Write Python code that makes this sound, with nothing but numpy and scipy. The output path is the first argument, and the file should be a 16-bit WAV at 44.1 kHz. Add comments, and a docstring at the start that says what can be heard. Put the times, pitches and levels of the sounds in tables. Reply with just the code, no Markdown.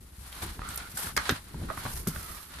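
"""On a bed, a kitten scrambles in a cardboard box, close to a hand-held phone with two microphone ports.
Paws thud on the box floor (swinging tones), knock its walls (struck resonances) and drag over the card
(noise that flares at random slips); long slides make a wall sing and claws tick (bright noise bursts).
Fur and cloth rustle and the mattress rumbles under the moving weight, both as grainy noise,
over a faint room hiss. Knocks and ticks leave a short dull room tail."""
import sys
import numpy as np
from scipy import signal
from scipy.fft import rfft, irfft
from scipy.io import wavfile
from scipy.ndimage import uniform_filter1d

SR = 44100
rng = np.random.default_rng(int(sys.argv[2]) if len(sys.argv) > 2 else 0)


def master_out(mix):
    """Clip the mix to full scale and print it as 16-bit PCM to the path in sys.argv[1]."""
    frames = np.transpose(np.atleast_2d(mix))
    ceiling = np.clip(frames, -1, 1)
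    pcm = np.round(ceiling * 32767).astype(np.int16)
    wavfile.write(sys.argv[1], SR, pcm)


def to_linear_factor(level_db):
    """Convert decibel levels (scalar or array-like) to linear amplitude factors."""
    exponent = np.asarray(level_db, float) / 20
    return 10 ** exponent


N = 114660  # length in samples, 2.6 s

# Tone colour of paw rubbing on card. Each row: frequency in Hz, relative level in dB.
CARD_COLOUR = [(200, -35), (380, -17), (600, -10), (860, -5), (1400, -2.5), (2600, -9.5), (4200, -7.5),
               (5800, -17), (10400, -16), (16000, -60)]


def evened(x):
    """Scales a sound to an rms of 1."""
    return x / np.sqrt(np.mean(x ** 2) + 1e-20)


def peaked(x):
    """Scales a sound to a peak of 1."""
    return x / np.abs(x).max()


def read(points, hz):
    """Reads a table of (Hz, value) points at any frequency, along a log frequency axis."""
    f, value = np.transpose(points)
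    return np.interp(np.log(hz + 1), np.log(f + 1), value)


def curve(table):
    """Draws straight lines between the rows of a timed table, giving each column at every sample."""
    rows = np.transpose(table)
    t = np.arange(N) / SR
    return [np.interp(t, rows[0], column) for column in rows[1:]]


def sides(pan_db):
    """Left and right gains that differ by pan_db; positive is louder on the left."""
    return np.array([to_linear_factor(pan_db / 2), to_linear_factor(-pan_db / 2)])


def place(rows, source):
    """Makes one sound per row with the given source and mixes it in at its start time."""
    mix = np.zeros((2, N))
    for start_s, *settings in rows:
        sound = source(*settings)
        part = mix[:, round(start_s * SR):][:, :sound.shape[-1]]
        part += sound[..., :part.shape[1]]
    return mix


def resonate(x, hz, width_hz):
    """A resonance: shifts hz down to zero, smooths, then shifts back; hz may glide."""
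    turn = np.exp(2j * np.pi * np.cumsum(hz * np.ones(x.shape[-1])) / SR)
    r = np.exp(-np.pi * width_hz / SR)
    smooth = signal.lfilter([1 - r], [1, -r], x / turn)
    return 2 * (turn * smooth).real


def resonate_twice(x, hz, width_hz):
    """The same resonance two times over, for steeper slopes."""
    return resonate(resonate(x, hz, width_hz), hz, width_hz)


def alike(pair, same):
    """Blends two independent noises so that the ports are alike by the share same (0 to 1)."""
    return np.array([pair[0], same * pair[0] + np.sqrt(1 - same ** 2) * pair[1]])


def friction(colour, per_s, size_db, grain_s):
    """Rubbing: noise that flares at random slips and dies away, coloured, partly alike at the two ports."""
    # How alike the two ports are. Each row: frequency in Hz, likeness from 0 to 1.
    likeness = [(30, .998), (100, 0.99), (200, 0.88), (380, 0.53), (800, 0.2), (1500, 0.23), (4000, 0),
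                (12000, 0)]
    sizes = to_linear_factor(size_db * np.minimum(rng.exponential(1, N), 3.5))
    slips = sizes * (rng.random(N) < per_s / SR)
    flare = signal.lfilter([1], [1, -np.exp(-1 / (grain_s * SR))], slips) + 0.1
    spectrum = rfft(flare * rng.standard_normal((2, N)))
    hz = np.fft.rfftfreq(N, 1 / SR)
    coloured = alike(spectrum, read(likeness, hz)) * to_linear_factor(read(colour, hz))
    return evened(irfft(coloured, N))


def burst(t60, same, rise_s, size=4000):
    """A noise burst for two ports that swells, then dies by 60 dB in t60 seconds."""
    t = np.arange(size) / SR
    envelope = to_linear_factor(-60 * t / t60) * (1 - np.exp(-t / rise_s))
    return alike(rng.standard_normal((2, size)) * envelope, same)


def drag():
    """Paws drag over the card in dense, uneven slips."""
    # How strongly the paws rub. Each row: time in seconds, level in dB.
    rubbing = [(0, -62), (0.12, -64), (0.415, -48), (0.425, -35.5), (0.5, -46.5), (0.58, -54.5),
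               (0.66, -46.5), (0.8, -46.5), (0.9, -50), (0.96, -53), (0.98, -44.5), (1.09, -42),
               (1.12, -46.5), (1.16, -68), (1.19, -45), (1.235, -40), (1.26, -36.5), (1.29, -39.5),
               (1.335, -41.5), (1.365, -37), (1.41, -52.5), (1.5, -51.5), (1.66, -53), (1.72, -49),
               (1.87, -40.5), (1.98, -61), (2.06, -55), (2.09, -47.5), (2.35, -48), (2.48, -55),
               (2.54, -46.5)]
    return to_linear_factor(curve(rubbing)[0]) * friction(CARD_COLOUR, per_s=660, size_db=7, grain_s=0.024)


def fur():
    """Fur and cloth rustle in fine bright grains that lean left or right."""
    # How the rustle moves. Each row: time in seconds, level in dB, left minus right in dB.
    rustle = [(0, -57, 6.5), (0.1, -61, 3.5), (0.2, -53, 7), (0.412, -48, 1.5), (0.43, -39.5, 7),
              (0.47, -47.5, 4), (0.62, -58, 2), (0.7, -45, -7), (0.8, -49.5, 4), (0.87, -51.5, 1.5),
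              (0.965, -42, 3), (0.975, -33.5, 2), (1.07, -37, 4), (1.11, -47.5, 2), (1.19, -55, 9),
              (1.28, -46.5, 8), (1.32, -45.5, -1), (1.39, -53.5, 5), (1.5, -57.5, 6), (1.66, -53.5, 3),
              (1.8, -46.5, -0.5), (1.95, -39, 1.5), (2.0, -43.5, -2), (2.06, -52, 0), (2.1, -42, -1),
              (2.33, -44.5, -4.5), (2.45, -50.5, -3.5), (2.6, -54.5, 7)]
    # Tone colour of the rustle. Each row: frequency in Hz, relative level in dB.
    colour = [(520, -7), (1200, -3.5), (2500, -8.5), (3690, -8.5), (4580, -5.5), (7650, -6.5), (9080, -2),
              (11600, 1), (14900, -11.5), (16000, -16.5)]
    db, pan_db = curve(rustle)
    return to_linear_factor(db) * sides(pan_db) * friction(colour, per_s=900, size_db=2.5, grain_s=0.0087)


def bed():
    """The mattress gives a lumpy low rumble under the moving weight."""
    # How strongly the mattress rumbles. Each row: time in seconds, level in dB.
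    rumble = [(0, -43.5), (0.1, -53.5), (0.3, -52.5), (0.45, -43), (0.55, -46), (0.7, -41.5), (0.88, -48),
              (1.13, -45.5), (1.3, -47), (1.4, -53.5), (1.58, -40.5), (1.65, -33), (1.75, -39.5),
              (1.9, -42), (2.04, -44.5), (2.15, -39), (2.25, -47.5), (2.45, -52.5), (2.6, -44)]
    # Tone colour of the rumble. Each row: frequency in Hz, relative level in dB.
    colour = [(15, -1.5), (30, -6.5), (42, -0.5), (56, -1), (80, -4), (120, -13.5), (175, -12.5),
              (260, -16.5), (400, -21), (520, -27), (1000, -82)]
    return to_linear_factor(curve(rumble)[0]) * friction(colour, per_s=300, size_db=1.5, grain_s=0.015)


def hiss():
    """A faint room hiss: noise with flares so frequent that they blur together."""
    # Tone colour of the hiss. Each row: frequency in Hz, relative level in dB.
    colour = [(100, -21), (289, -24), (6150, -45), (11900, -51), (16000, -49)]
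    return to_linear_factor(-68.5) * friction(colour, per_s=5700, size_db=0, grain_s=0.0034)


def thud(db, hz, t60):
    """The box floor bends and swings back unevenly: a wobbling tone and a faster-dying overtone."""
    size = 9000
    t = np.arange(size) / SR
    smoothed = uniform_filter1d(rng.standard_normal(size), size=300)
    shake = evened(uniform_filter1d(smoothed, size=300))
    # The wobble, in radians, grows in over the first two cycles.
    angle = 2 * np.pi * hz * t + shake * np.minimum(hz * t / 2, 1)
    fade = to_linear_factor(-60 * t / t60)
    swing = np.sin(angle) + to_linear_factor(-6) * fade * np.sin(2.015 * angle)
    rise = 1 - np.exp(-t / 0.0011)
    return -to_linear_factor(db - 2.5) * peaked(rise * fade * swing)  # the first swing is downward


def thuds():
    """All paw thuds on the box floor, equal at both ports."""
    # Each row: start in seconds, level in dB before a shared trim, pitch in Hz,
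    # time to die by 60 dB in seconds.
    paw_thuds = [(0.183, -36, 65.4, 0.39), (0.426, -30.5, 97.7, 0.26), (0.428, -37, 340, 0.18),
                 (0.511, -32.5, 62, 0.059), (0.593, -24.5, 93, 0.01), (0.618, -33.5, 63, 0.09),
                 (0.938, -36, 167, 0.12), (1.043, -36, 182, 0.098), (1.067, -30, 85.5, 0.14),
                 (1.179, -32, 72, 0.19), (1.292, -21.5, 405, 0.061), (1.297, -29.5, 103.7, 0.3),
                 (1.302, -23, 253, 0.11), (1.322, -18.5, 133, 0.038), (1.543, -29, 154, 0.19),
                 (1.615, -25, 110, 0.071), (1.628, -24, 133, 0.07), (1.64, -33, 243, 0.085),
                 (1.684, -38, 67.3, 0.061), (1.776, -32, 102, 0.12), (1.851, -27, 108.2, 0.27),
                 (1.874, -28.5, 65.6, 0.041), (1.942, -28, 64.4, 0.19), (2.072, -18, 167.4, 0.12),
                 (2.12, -39, 133, 0.1), (2.165, -30.5, 65.2, 0.15)]
    return place(paw_thuds, thud)


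def knock(db, hz, snap_db, contact_s):
    """A first snap and a rough contact ring the struck spot and the wall modes nearest it, with a dry crack."""
    # Resonances of the box wall, before each knock detunes them slightly. Each row: frequency in Hz,
    # level in dB before the loss with distance in pitch, time to die by 60 dB in seconds.
    wall_modes = [(630, -2, 0.039), (790, -9, 0.058), (900, -8, 0.083), (1112, -10, 0.094),
                  (1180, -10, 0.039), (1320, -1.5, 0.047), (1480, -8, 0.054), (1740, -11, 0.023),
                  (1860, -8, 0.042), (2140, -9, 0.016), (2800, -6, 0.025), (3270, 1, 0.017),
                  (3770, 9, 0.0067)]
    t = np.arange(4000) / SR
    likeness = 0.45
    spot_turns, snap_turns = 21, 0.21  # the spot's 60 dB decay and the snap's width, in cycles of hz
    ring = to_linear_factor(6.5 - 60 * t * hz / spot_turns) * np.sin(2 * np.pi * hz * t)
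    for mode_hz, mode_db, t60 in wall_modes:
        bend = 1 + 0.012 * rng.standard_normal()
        near_db = mode_db - 26 * abs(np.log2(mode_hz / hz))  # 26 dB lost per octave away
        ring = ring + to_linear_factor(near_db - 60 * t / t60) * np.sin(2 * np.pi * mode_hz * bend * t)

    contact = burst(5 * contact_s, likeness, contact_s)
    body = signal.fftconvolve(contact, ring[None], axes=1)[:, :4000]

    dry_noise = burst(0.013 + 2 * contact_s, likeness, contact_s / 2)
    crack = resonate(resonate(dry_noise, hz, 0.94 * hz), 1.4 * hz, 0.89 * hz)

    u = t * hz / snap_turns
    snap = peaked(u * (1 - u / 2) * np.exp(-u)) + peaked(ring)
    struck = peaked(body) + to_linear_factor(-3 + snap_db / 2) * peaked(crack) - to_linear_factor(snap_db) * snap
    return to_linear_factor(db - 2) * struck


def knocks():
    """All knocks on the box walls."""
    # Each row: start in seconds, level in dB before a shared trim, pitch of the struck spot in Hz,
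    # first snap in dB, contact time in seconds.
    wall_knocks = [(.327, -33.5, 3230, -1, 0.0016), (.422, -31, 1000, -8, 0.0075),
                   (.593, -36, 990, 3, 0.00025), (.618, -31, 1244, 0, 0.0015),
                   (.971, -27.5, 1560, -27, 0.003), (1.045, -46, 795, -9, 0.002),
                   (1.069, -27, 1410, -23, 0.0015), (1.097, -35, 1360, -12, 0.0013),
                   (1.165, -15.5, 2160, -20, 0.0014), (1.166, -27.5, 1130, -20, 0.0045),
                   (1.171, -15, 1610, -12, 0.0048), (1.175, -13.5, 1210, -35, 0.0014),
                   (1.176, -16, 2120, -9, 0.0013), (1.186, -23, 1220, -26, 0.0024),
                   (1.197, -34, 1460, -22, .004), (1.293, -15, 1630, -1, 0.001),
                   (1.294, -17.5, 4050, 0, 0.0045), (1.302, -26, 1820, 4.5, 0.005),
                   (1.311, -19.5, 3750, -24, 0.0013), (1.544, -34, 900, -10, 0.0012),
                   (1.615, -37, 720, -18, 0.0041), (1.686, -29.5, 1320, -17, 0.0059),
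                   (1.7, -19.5, 1236, -24, 0.0026), (1.711, -28.5, 1260, -5, 0.0011),
                   (1.702, -29.5, 624, -21, 0.0076), (1.774, -26, 1220, -6, 0.005),
                   (1.852, -22.5, 1130, -31, 0.0015), (1.861, -24.5, 970, -16, 0.0035),
                   (2.07, -27, 1390, -4.5, 0.0023), (2.16, -24.5, 1320, -15, 0.0021)]
    return place(wall_knocks, knock)


def slides():
    """Long slides make a wall sing: uneven slips ring two gliding wall resonances."""
    # One table per slide. Each row: time in seconds, level of the lower resonance in dB, its pitch in Hz.
    slide_tables = [
        [(.62, -44, 1230), (.7, -47, 1360), (.84, -47.5, 1430), (.9, -55, 1460)],
        [(2.1, -51, 1320), (2.2, -55, 1310), (2.33, -48.5, 1230), (2.42, -61, 1190)],
    ]
    ring_hz, edge_s = 185, 0.015  # width of the lower resonance, fade at each end
    t, out = np.arange(N) / SR, 0
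    for table in slide_tables:
        db, hz = curve(table)
        rub = friction(CARD_COLOUR, per_s=1500, size_db=1.5, grain_s=0.0084)
        from_ends = np.minimum(t - table[0][0], table[-1][0] - t)
        inside = np.clip(from_ends / edge_s, 0, 1)
        lower = evened(resonate_twice(rub, hz, ring_hz))
        upper = evened(resonate_twice(rub, 1.56 * hz, 1.56 * ring_hz))
        out = out + inside * to_linear_factor(db) * (lower + to_linear_factor(-10) * upper)
    return out * sides(-1.6)[:, None]


def tick(db, hz, t60, wide_db):
    """A claw catches and lets go: a bright burst, heard through a narrow and a broad resonance."""
    snap = burst(t60, same=0.25, rise_s=0.001)
    narrow = resonate_twice(snap, hz, hz / 6)
    wide = resonate(resonate(snap, 7900, 7900), 8400, 7700)
    return to_linear_factor(db - 3) * (peaked(narrow) + to_linear_factor(wide_db) * peaked(wide))


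def ticks():
    """All claw ticks."""
    # Each row: start in seconds, level in dB before a shared trim, centre in Hz,
    # time to die by 60 dB in seconds, level of the broad part in dB against the narrow one.
    claw_ticks = [(.689, -23.5, 8130, 0.0061, -3), (.743, -32, 11700, .017, 3.5),
                  (.758, -21, 12000, 0.029, -16), (.775, -25, 9240, 0.017, 6), (.972, -26, 7800, 0.035, -3),
                  (1.165, -20, 5020, 0.031, 5), (1.172, -21.5, 5870, 0.019, -13),
                  (1.175, -18, 4200, 0.013, 3), (1.293, -22.5, 6040, 0.0053, 9.5),
                  (1.308, -24, 12000, 0.029, -8), (2.072, -24, 12000, 0.072, 3.5),
                  (2.083, -21.5, 11440, 0.034, -4.5)]
    return place(claw_ticks, tick)


def room(x):
    """A short dull tail, different at each port: each sound is smeared by a dying noise burst."""
    tail = resonate(burst(t60=0.14, same=0, rise_s=0.013, size=9000), 0, 8000)  # at 0 Hz: dulls the treble
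    tail[:, :130] = 0  # the tail starts 3 ms late
    return signal.fftconvolve(x, tail / np.linalg.norm(tail[0]), axes=1)[:, :N]


def scene():
    """Thuds, then knocks and ticks with their room tail, over the rubbing layers and the hiss."""
    blows = knocks() + ticks()
    rubbing = drag() + fur() + bed() + slides()
    return rubbing + hiss() + thuds() + blows + to_linear_factor(-11) * room(blows)


def band_limit(x):
    """A steep low-pass at the top of the band."""
    return signal.sosfilt(signal.butter(12, 16460, fs=SR, output="sos"), x)


def record(dry):
    """Each port has its own tone colour; both lose the deepest bass and the top of the treble."""
    # How the ports differ. Each row: frequency in Hz, left minus right in dB.
    port_colour = [(60, 0.5), (270, 1.5), (450, -0.5), (1220, -1.5), (2010, -3.5), (3330, 1), (5500, -3),
                   (9080, 4), (12000, -4.5)]
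    low_cut_hz, top_hz = 26.5, 15400
    hz = np.fft.rfftfreq(N, 1 / SR)
    bass_cut = hz ** 2 / np.sqrt(hz ** 4 + low_cut_hz ** 4)
    ports = irfft(rfft(dry) * sides(read(port_colour, hz)) * bass_cut, N)
    low_pass = signal.firwin(255, top_hz, window=("kaiser", 9), fs=SR)
    mix = signal.oaconvolve(ports, low_pass[None], "same")
    return band_limit(mix)


dry = scene()
out = record(dry)
master_out(out)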